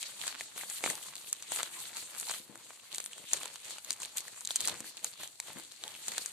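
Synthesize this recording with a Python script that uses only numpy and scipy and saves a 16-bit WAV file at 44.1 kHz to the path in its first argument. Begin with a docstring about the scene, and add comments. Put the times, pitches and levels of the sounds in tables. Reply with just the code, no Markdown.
"""A padded plastic mailer snaps and crackles as hands pull and tear it on a laminate floor.
Creases in the film buckle: large ones as separate snaps, countless small ones as crackle over rubbing hiss.
Broad panels flap and drag with a duller, hollow rustle; film swishes on film; the bag bumps the floor.
A quiet room answers. The two-port microphone is close."""
import sys
import numpy as np
from scipy import signal
from scipy.fft import rfft, irfft
from scipy.io import wavfile

SR = 44100
rng = np.random.default_rng(int(sys.argv[2]) if len(sys.argv) > 2 else 0)


def waveform_to_disk(signal):
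    """Save audio, clipped to [-1, 1], as 16-bit WAV at the path in sys.argv[1]."""
    frames = np.transpose(np.atleast_2d(signal))
    scaled = np.clip(frames, -1, 1) * 32767
    samples = np.round(scaled).astype(np.int16)
    wavfile.write(sys.argv[1], SR, samples)


N = 278712
PORT_LAG_S, PORT_LAG_SPREAD_S = .00003, .00005   # left behind right; scatter over the bag
TUG_RISE_S, TUG_FALL_S = 0.014, 0.031   # time constants

# Large creases buckling: start_s, crack_db, ring_db, ring_hz, flap_db
SNAPS = [(0.0288, -21.5, -26, 3650, -53), (0.237, -42, -33, 1860, -43), (0.268, -23, -40, 1710, -34),
         (0.279, -18, -24.5, 4340, -28.5), (0.409, -25.5, -28, 1930, -31), (0.579, -24.5, -43, 2100, -36),
         (0.611, -27, -34, 1900, -46), (0.6352, -54, -65, 1160, -29.5), (0.6997, -19.5, -50, 2000, -48),
         (0.8397, -19, -23.5, 2100, -18.5), (0.8616, -23, -31, 1770, -16.5), (0.876, -36, -32, 1140, -26),
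         (0.9012, -12.5, -27, 1920, -41), (0.954, -23.5, -39, 3340, -58), (1.155, -24, -33, 4600, -60),
         (1.329, -8, -45, 1130, -40), (1.4247, -23, -52, 3850, -41), (1.52, -17, -58, 1470, -25.5),
         (1.5608, -20, -34, 2680, -38), (1.631, -14, -22.5, 3680, -26.5), (1.969, -22, -32, 3900, -44),
         (2.199, -18, -41, 4350, -61), (2.279, -40, -45, 885, -51), (2.2966, -25, -27, 4070, -25),
         (2.3108, -18, -36, 3200, -58), (2.3143, -33, -41, 3700, -56), (2.321, -42, -34, 3900, -60),
         (2.339, -30.5, -28.5, 3340, -36), (2.5564, -32, -64, 1160, -35.5), (2.706, -39, -52, 1090, -35.5),
         (2.9469, -17.5, -37.5, 2100, -63), (2.9585, -25, -44, 3500, -60),
         (2.9828, -17.5, -24.5, 4100, -34), (3.0027, -19, -46, 4000, -37.5), (3.041, -23.5, -54, 4600, -65),
         (3.061, -20, -40, 3570, -65), (3.1324, -30.5, -34, 3000, -62), (3.181, -31, -46, 4300, -40.5),
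         (3.3142, -40, -37, 2530, -44), (3.3337, -4, -27, 3490, -25), (3.345, -40, -44, 550, -38),
         (3.366, -40, -45, 390, -50), (3.371, -24.5, -48, 3000, -47), (3.41, -46, -42, 1120, -47),
         (3.4148, -46, -37.5, 2400, -40), (3.4325, -22, -33.5, 3570, -34.5), (3.4569, -23, -37, 3600, -33),
         (3.558, -27, -36, 3400, -38), (3.7075, -25, -43, 3600, -37.5), (3.784, -27, -38, 2530, -36),
         (3.847, -25.5, -38.5, 3770, -47), (3.9064, -11.5, -17.5, 4550, -31), (3.9203, -23, -42, 3700, -55),
         (3.929, -19, -40, 4570, -60), (4.002, -28, -46, 3630, -40), (4.0193, -22, -44, 1070, -67),
         (4.032, -20.5, -31.5, 2900, -50), (4.057, -24.5, -42, 2620, -56), (4.1716, -15, -39, 3370, -47),
         (4.1822, -14, -28, 4250, -48), (4.206, -25, -50, 3650, -60), (4.281, -27, -37.5, 1810, -39.5),
         (4.4084, -24, -48, 3890, -48), (4.45, -19.5, -29, 4100, -60), (4.4543, -20, -33, 4100, -60),
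         (4.556, -23.5, -45, 4000, -60), (4.649, -32, -32, 3900, -55), (4.474, -16, -24, 4150, -50),
         (4.5072, -22, -20, 3630, -30.5), (4.514, -21, -48, 2210, -66), (4.5593, -7.5, -32, 3500, -35),
         (4.5645, -12, -48, 3900, -53), (4.606, -14, -25, 3580, -35), (4.613, -19, -31, 4030, -52),
         (4.675, -9, -20, 4800, -35), (4.6818, -15, -33, 3870, -37), (4.6843, -16, -50, 3000, -26.5),
         (4.697, -25, -39, 4030, -32), (4.742, -49, -50, 3000, -37), (4.805, -21.5, -63, 1510, -37),
         (4.844, -35, -45, 1640, -38), (4.97, -26, -36.5, 4500, -48), (5.0451, -11.5, -31, 5100, -35.5),
         (5.2338, -27, -40.5, 1760, -33.5), (5.276, -25.5, -40.5, 3530, -60),
         (5.4, -34, -32.5, 1980, -35.5), (5.401, -16.5, -27.5, 4300, -42), (5.5035, -44, -51, 1940, -35),
         (5.5982, -48, -37, 4600, -40), (5.6494, -35, -39, 3840, -55), (5.721, -31, -51, 4200, -51),
         (5.8381, -22.5, -25, 3700, -34), (5.879, -24, -32, 3280, -60), (5.943, -44, -37, 2990, -60),
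         (5.951, -47, -37.5, 2720, -49), (5.9632, -38, -43, 3000, -53), (6.0826, -13, -28, 4400, -34),
         (6.119, -22, -34, 4660, -49), (6.1809, -13, -36, 4480, -28.5), (6.2601, -15, -46, 1580, -37)]


def snaps(size=1200, lead=60):
    """Each buckle, a step plus a short rattle, gives a crack, a top tick, a film ring and a panel flap."""
    crack, tick, flap = (6500, 9240, 0.009), (10000, 13500, 0.005), (300, 1800, 0.012)
    step_db, rise_s, echo_s, echo_db = 24, 0.0006, .00125, -12
    out, t = np.zeros((2, N + size)), (np.arange(size) - lead) / SR
    for start_s, crack_db, ring_db, ring_hz, flap_db in SNAPS:
        at = round(start_s * SR) - lead
        shared, *own = rng.standard_normal((3, size))
        lag = round((PORT_LAG_S + .5 * PORT_LAG_SPREAD_S * own[0][0]) * SR)
        step = np.zeros((2, size))
        step[[0, 1], [lead + lag, lead]] = from_db(step_db) * np.sign(shared[0])
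        ring = (ring_hz / 1.13, ring_hz * 1.13, 0.009)
        parts = (crack_db, crack), (crack_db - 11, tick), (ring_db, ring), (flap_db, flap)
        for level_db, (low_hz, high_hz, t60_s) in parts:
            unlike = np.clip(low_hz / 6600, 0, 1)   # short waves differ more between ports
            rattle = shared * (1 - unlike) + unlike * np.array(own)
            envelope = np.where(t < 0, np.exp(t / rise_s), from_db(-60 * t / t60_s))
            burst = band(step + rattle * envelope, low_hz, high_hz)
            out[:, at:at + size] += burst * from_db(level_db) / np.abs(burst).max(axis=1, keepdims=True)
    echo = round(echo_s * SR)   # off the laminate
    out[:, echo:] += from_db(echo_db) * out[:, :-echo]
    return signal.sosfilt(signal.butter(4, 13500, fs=SR, output="sos"), out[:, :N])


def settling(t60_s, offset_db):
    """Crackle envelope of neighbouring creases giving way after each snap."""
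    kicks = np.full(N, 1e-18)
    for start_s, crack_db, ring_db, _, _ in SNAPS:
        kicks[round(start_s * SR)] = from_db(max(crack_db, ring_db))
    return from_db(offset_db) * decay(kicks, t60_s)


# Steady grip on the film: time_s, crackle_db
GRIP = [(0, -48.5), (.5, -48.5), (1.0, -46.5), (1.45, -50.5), (1.7, -45.5), (2.1, -47), (2.36, -46.5),
        (2.47, -55.5), (2.85, -52.5), (3.15, -50.5), (3.5, -45), (3.6, -51.5), (4.35, -51), (4.8, -46.5),
        (4.95, -53.5), (5.2, -52.5), (5.36, -57), (5.5, -44.5), (5.68, -55.5), (5.83, -50.5), (6.02, -46.5),
        (6.32, -46.5)]
# Tugs at the bag: start_s, held_s, crackle_db, rustle_db
TUGS = [(0.016, 0.085, -44.5, -69), (0.205, 0.076, -42, -59.5), (.31, 0.12, -48.5, -61.5),
        (.56, 0.038, -44, -58.5), (0.697, 0.096, -41.5, -63), (0.841, 0.064, -38, -44.5),
        (1.031, 0.015, -47, -76), (1.516, 0.12, -40, -53), (1.763, 0.11, -46, -60.5),
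        (1.95, 0.04, -42.5, -63), (2.18, 0.16, -44, -79), (2.315, 0.044, -39.5, -61),
        (2.501, 0.12, -69, -64.5), (2.92, 0.022, -43, -57), (3.324, 0.084, -44.5, -54),
        (3.4, 0.081, -63, -61), (3.652, 0.11, -45, -59.5), (3.886, 0.02, -42.5, -54.5),
        (4.003, 0.048, -46.5, -57), (4.165, 0.0069, -40.5, -54.5), (4.27, 0.016, -49.5, -59),
        (4.5, 0.036, -42, -74), (4.598, 0.1, -40.5, -52.5), (4.685, 0.068, -59, -46.5),
        (5.031, 0.039, -46.5, -60.5), (5.198, 0.051, -42.5, -55.5), (5.48, 0.027, -66, -57),
        (5.56, 0.039, -49.5, -57.5), (5.84, 0.11, -56, -56.5), (6.071, 0.1, -48, -62),
        (6.16, 0.03, -44.5, -58)]


def handling(grip_rustle_db=-15.5):
    """Crackle and rustle envelopes: grip and tugs add in power."""
    grip = from_db(np.interp(np.arange(N) / SR, *np.transpose(GRIP)))
    power = np.outer(from_db([0, grip_rustle_db]), grip) ** 2
    for start_s, held_s, crackle_db, rustle_db in TUGS:
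        tug = swell(start_s, held_s, TUG_RISE_S, TUG_FALL_S)
        power += np.outer(from_db([crackle_db, rustle_db]), tug) ** 2
    return np.sqrt(power)


def creases(rate_per_s, low_hz, high_hz, cycles, uneven_db, clump_db):
    """Small buckles in clumps; each rings a few cycles at a pitch set by its size, from its own spot."""
    at = np.flatnonzero(rng.random(N) < rate_per_s * from_db(clump_db * drift(70)) / SR)
    strength = from_db(uneven_db * np.minimum(rng.exponential(1, N), 2.3))[at]
    strength *= rng.choice([-1, 1], N)[at]
    lag = np.round((PORT_LAG_S + PORT_LAG_SPREAD_S * rng.standard_normal(N)[at]) * SR).astype(int)
    pan = from_db(5 * rng.standard_normal(N)[at])
    pitch_index = rng.integers(0, 12, N)[at]
    out = np.zeros((2, N))
    for k, pitch_hz in enumerate(np.geomspace(low_hz, high_hz, 12)):
        chosen, clicks = pitch_index == k, np.full((2, N), 1e-18)
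        clicks[0, np.clip(at + lag, 0, N - 1)[chosen]] = (strength * pan)[chosen]
        clicks[1, at[chosen]] = (strength / pan)[chosen]
        spells = from_db(5.5 * drift(7.2))
        out += signal.lfilter([1, -1], poles(pitch_hz, t60_s=cycles / pitch_hz), clicks * spells)
    return rms_one(out)


def rubbing(low_hz, high_hz, coherence, flicker_db, bands=6):
    """Friction hiss; bands flicker partly together, and coherence is the power share common to the ports."""
    common_flicker, out = drift(16.2), 0
    edges_hz = np.geomspace(low_hz, high_hz, bands + 1)
    for low, high in zip(edges_hz, edges_hz[1:]):
        shared, *own = rng.standard_normal((3, N))
        noise = np.sqrt(coherence) * shared + np.sqrt(1 - coherence) * np.array(own)
        flicker = from_db(flicker_db * (common_flicker + 1.53 * drift(10)))
        out = out + band(noise, low, high) * flicker
    return rms_one(out)


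def crackle():
    """Small creases buckle over the hiss of film rubbing film and skin."""
    buckles = creases(1100, 1140, 10500, cycles=5, uneven_db=5, clump_db=4.5)
    hiss = rubbing(1170, 13730, coherence=0.054, flicker_db=2.13)
    return coloured(buckles + from_db(2) * hiss)


def rustle():
    """Broad panels flap and drag, sounding the hollow bag."""
    flaps = creases(400, 234, 2150, cycles=1.5, uneven_db=0.5, clump_db=4)
    drag = rubbing(91, 2230, coherence=1, flicker_db=2.1)
    return coloured(flaps + from_db(-2) * drag) + from_db(-5) * hollow()


# Modes of the bag: pitch_hz, t60_s
BAG_MODES = [(135, .05), (215, 0.074), (270, 0.075), (335, 0.075), (495, 0.046), (870, 0.042),
             (1050, 0.029)]


def hollow():
    """Flexing panels keep the bag's modes murmuring, each in its own spells."""
    out = np.zeros(N)
    for pitch_hz, t60_s in BAG_MODES:
        push = rng.standard_normal(N) * from_db(6.3 * drift(10.2))
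        out += rms_one(signal.lfilter([1, 0, -1], poles(pitch_hz, t60_s), push))
    return rms_one(out)


# Film slips: start_s, held_s, level_db
SLIDES = [(.7, 0.05, -42), (.905, 0.014, -43), (1.53, 0.064, -44), (1.65, 0.025, -51), (1.75, 0.081, -46.5),
          (2.2, 0.082, -46.5), (3.05, 0.0076, -46), (4.168, 0.011, -37.5)]


def slides():
    """Film slides on film with a bright, smooth swish."""
    envelope = sum(from_db(level_db) * swell(start_s, held_s, rise_s=0.0017, fall_s=0.013)
                   for start_s, held_s, level_db in SLIDES)
    return envelope * coloured(rubbing(7270, 13900, coherence=0.22, flicker_db=2.1, bands=4))


def rasp(start_s=4.595, held_s=0.053, level_db=-44, band_hz=(3000, 4600)):
    """The main pull scrapes the flap: a scratch of dense small creases."""
    scratch = band(creases(1600, *band_hz, cycles=6.4, uneven_db=1, clump_db=3.5), *band_hz)
    return from_db(level_db) * swell(start_s, held_s, TUG_RISE_S, TUG_FALL_S) * rms_one(scratch)


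# Bag knocking the floor: start_s, kick_db
BUMPS = [(2.399, -62), (2.495, -55), (4.804, -54.5), (5.559, -54.5)]


def bumps():
    """A soft landing and a short drag ring the bag's modes."""
    start_s, kick_db = np.transpose(BUMPS)
    kicks = np.full(N, 1e-18)
    kicks[np.round(start_s * SR).astype(int)] = from_db(kick_db)
    landing = from_db(9.5) * band(kicks, 52, 413)
    drag = from_db(-30) * decay(kicks, t60_s=0.57)
    out = np.zeros(N)
    for pitch_hz, t60_s in BAG_MODES:
        force = landing + drag * rng.standard_normal(N)
        out += signal.lfilter([0, np.sin(2 * np.pi * pitch_hz / SR)], poles(pitch_hz, t60_s), force)
    return band(out, 178, 800)


def room(x, t60_s=.18, level_db=-23):
    """Diffuse reflections: a decaying noise tail, different at each port."""
    t = np.arange(SR // 2) / SR
    tail = rng.standard_normal((2, len(t))) * from_db(-60 * t / t60_s) * (t > .003)
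    tail = band(tail, 120, 7000)
    tail /= np.sqrt(np.sum(tail ** 2, axis=1, keepdims=True))
    return from_db(level_db) * signal.fftconvolve(x, tail, axes=1)[:, :N]


def background(level_db=-62):
    """Faint, flickering broadband hiss."""
    return from_db(level_db) * coloured(rubbing(56, 13600, coherence=0.055, flicker_db=1.8))


# Joint response of film and microphone: freq_hz, gain_db
RESPONSE = [(25, -8.5), (110, -3), (300, -7), (600, -5.5), (1400, -11), (4500, -0.5), (4900, -8.5),
            (5700, -7), (7200, 0.5), (9000, 0.5), (11000, -6), (14200, -7.5), (14700, -36), (16400, -48)]


def coloured(x, size=4096):
    """Apply RESPONSE at minimum phase; unit rms."""
    freq_hz, gain_db = np.transpose(RESPONSE)
    grid_hz = np.maximum(np.fft.rfftfreq(size, 1 / SR), 1)
    cepstrum = irfft(np.interp(np.log(grid_hz), np.log(freq_hz), gain_db) * np.log(10) / 20)
    cepstrum[1:size // 2] *= 2
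    cepstrum[size // 2 + 1:] = 0
    impulse = irfft(np.exp(rfft(cepstrum)))
    return rms_one(signal.fftconvolve(x, impulse[None], axes=1)[:, :N])


def swell(start_s, held_s, rise_s, fall_s):
    """Flat hold with exponential flanks."""
    t = np.arange(N) / SR
    return np.exp(np.minimum(0, np.minimum((t - start_s) / rise_s, (start_s + held_s - t) / fall_s)))


def decay(kicks, t60_s):
    """Exponential tail on each kick."""
    return signal.lfilter([1], [1, -from_db(-60 / (t60_s * SR))], kicks)


def poles(pitch_hz, t60_s):
    """Denominator of a damped resonator."""
    r = from_db(-60 / (t60_s * SR))
    return [1, -2 * r * np.cos(2 * np.pi * pitch_hz / SR), r * r]


def drift(corner_hz):
    """Low-passed noise; unit rms."""
    r = np.exp(-2 * np.pi * corner_hz / SR)
    return rms_one(signal.lfilter([1], [1, -2 * r, r * r], rng.standard_normal(N + SR))[SR:])


def band(x, low_hz, high_hz):
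    """Butterworth band-pass."""
    return signal.sosfilt(signal.butter(2, [low_hz, high_hz], "band", fs=SR, output="sos"), x + 1e-18)


def rms_one(x):
    """Scale to unit rms."""
    return x / np.sqrt(np.mean(x ** 2) + 1e-20)


def from_db(db):
    """Decibels to gain."""
    return 10 ** (np.asarray(db) / 20)


def scene():
    """Crackle and rustle follow the handling; the other bag sounds ride on top, all in the room."""
    crackle_gain, rustle_gain = handling()
    crackle_gain += settling(t60_s=0.029, offset_db=-23)
    bag = crackle_gain * crackle() + rustle_gain * rustle() + slides() + rasp() + snaps() + bumps()
    return bag + background() + room(bag)


def record(dry, bass_hz=463, treble_hz=6500, cutoff_hz=16600):
    """The right port is thin in the bass and duller on top; both are low-passed."""
    left, right = dry
    bass = signal.sosfiltfilt(signal.butter(3, bass_hz, fs=SR, output="sos"), right)
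    treble = signal.sosfiltfilt(signal.butter(3, treble_hz, "high", fs=SR, output="sos"), right)
    right = from_db(-0.2) * (right - 0.79 * bass - 0.25 * treble)
    return signal.sosfilt(signal.cheby2(16, 60, cutoff_hz, fs=SR, output="sos"), np.array([left, right]))


dry = scene()
out = record(dry)
waveform_to_disk(out)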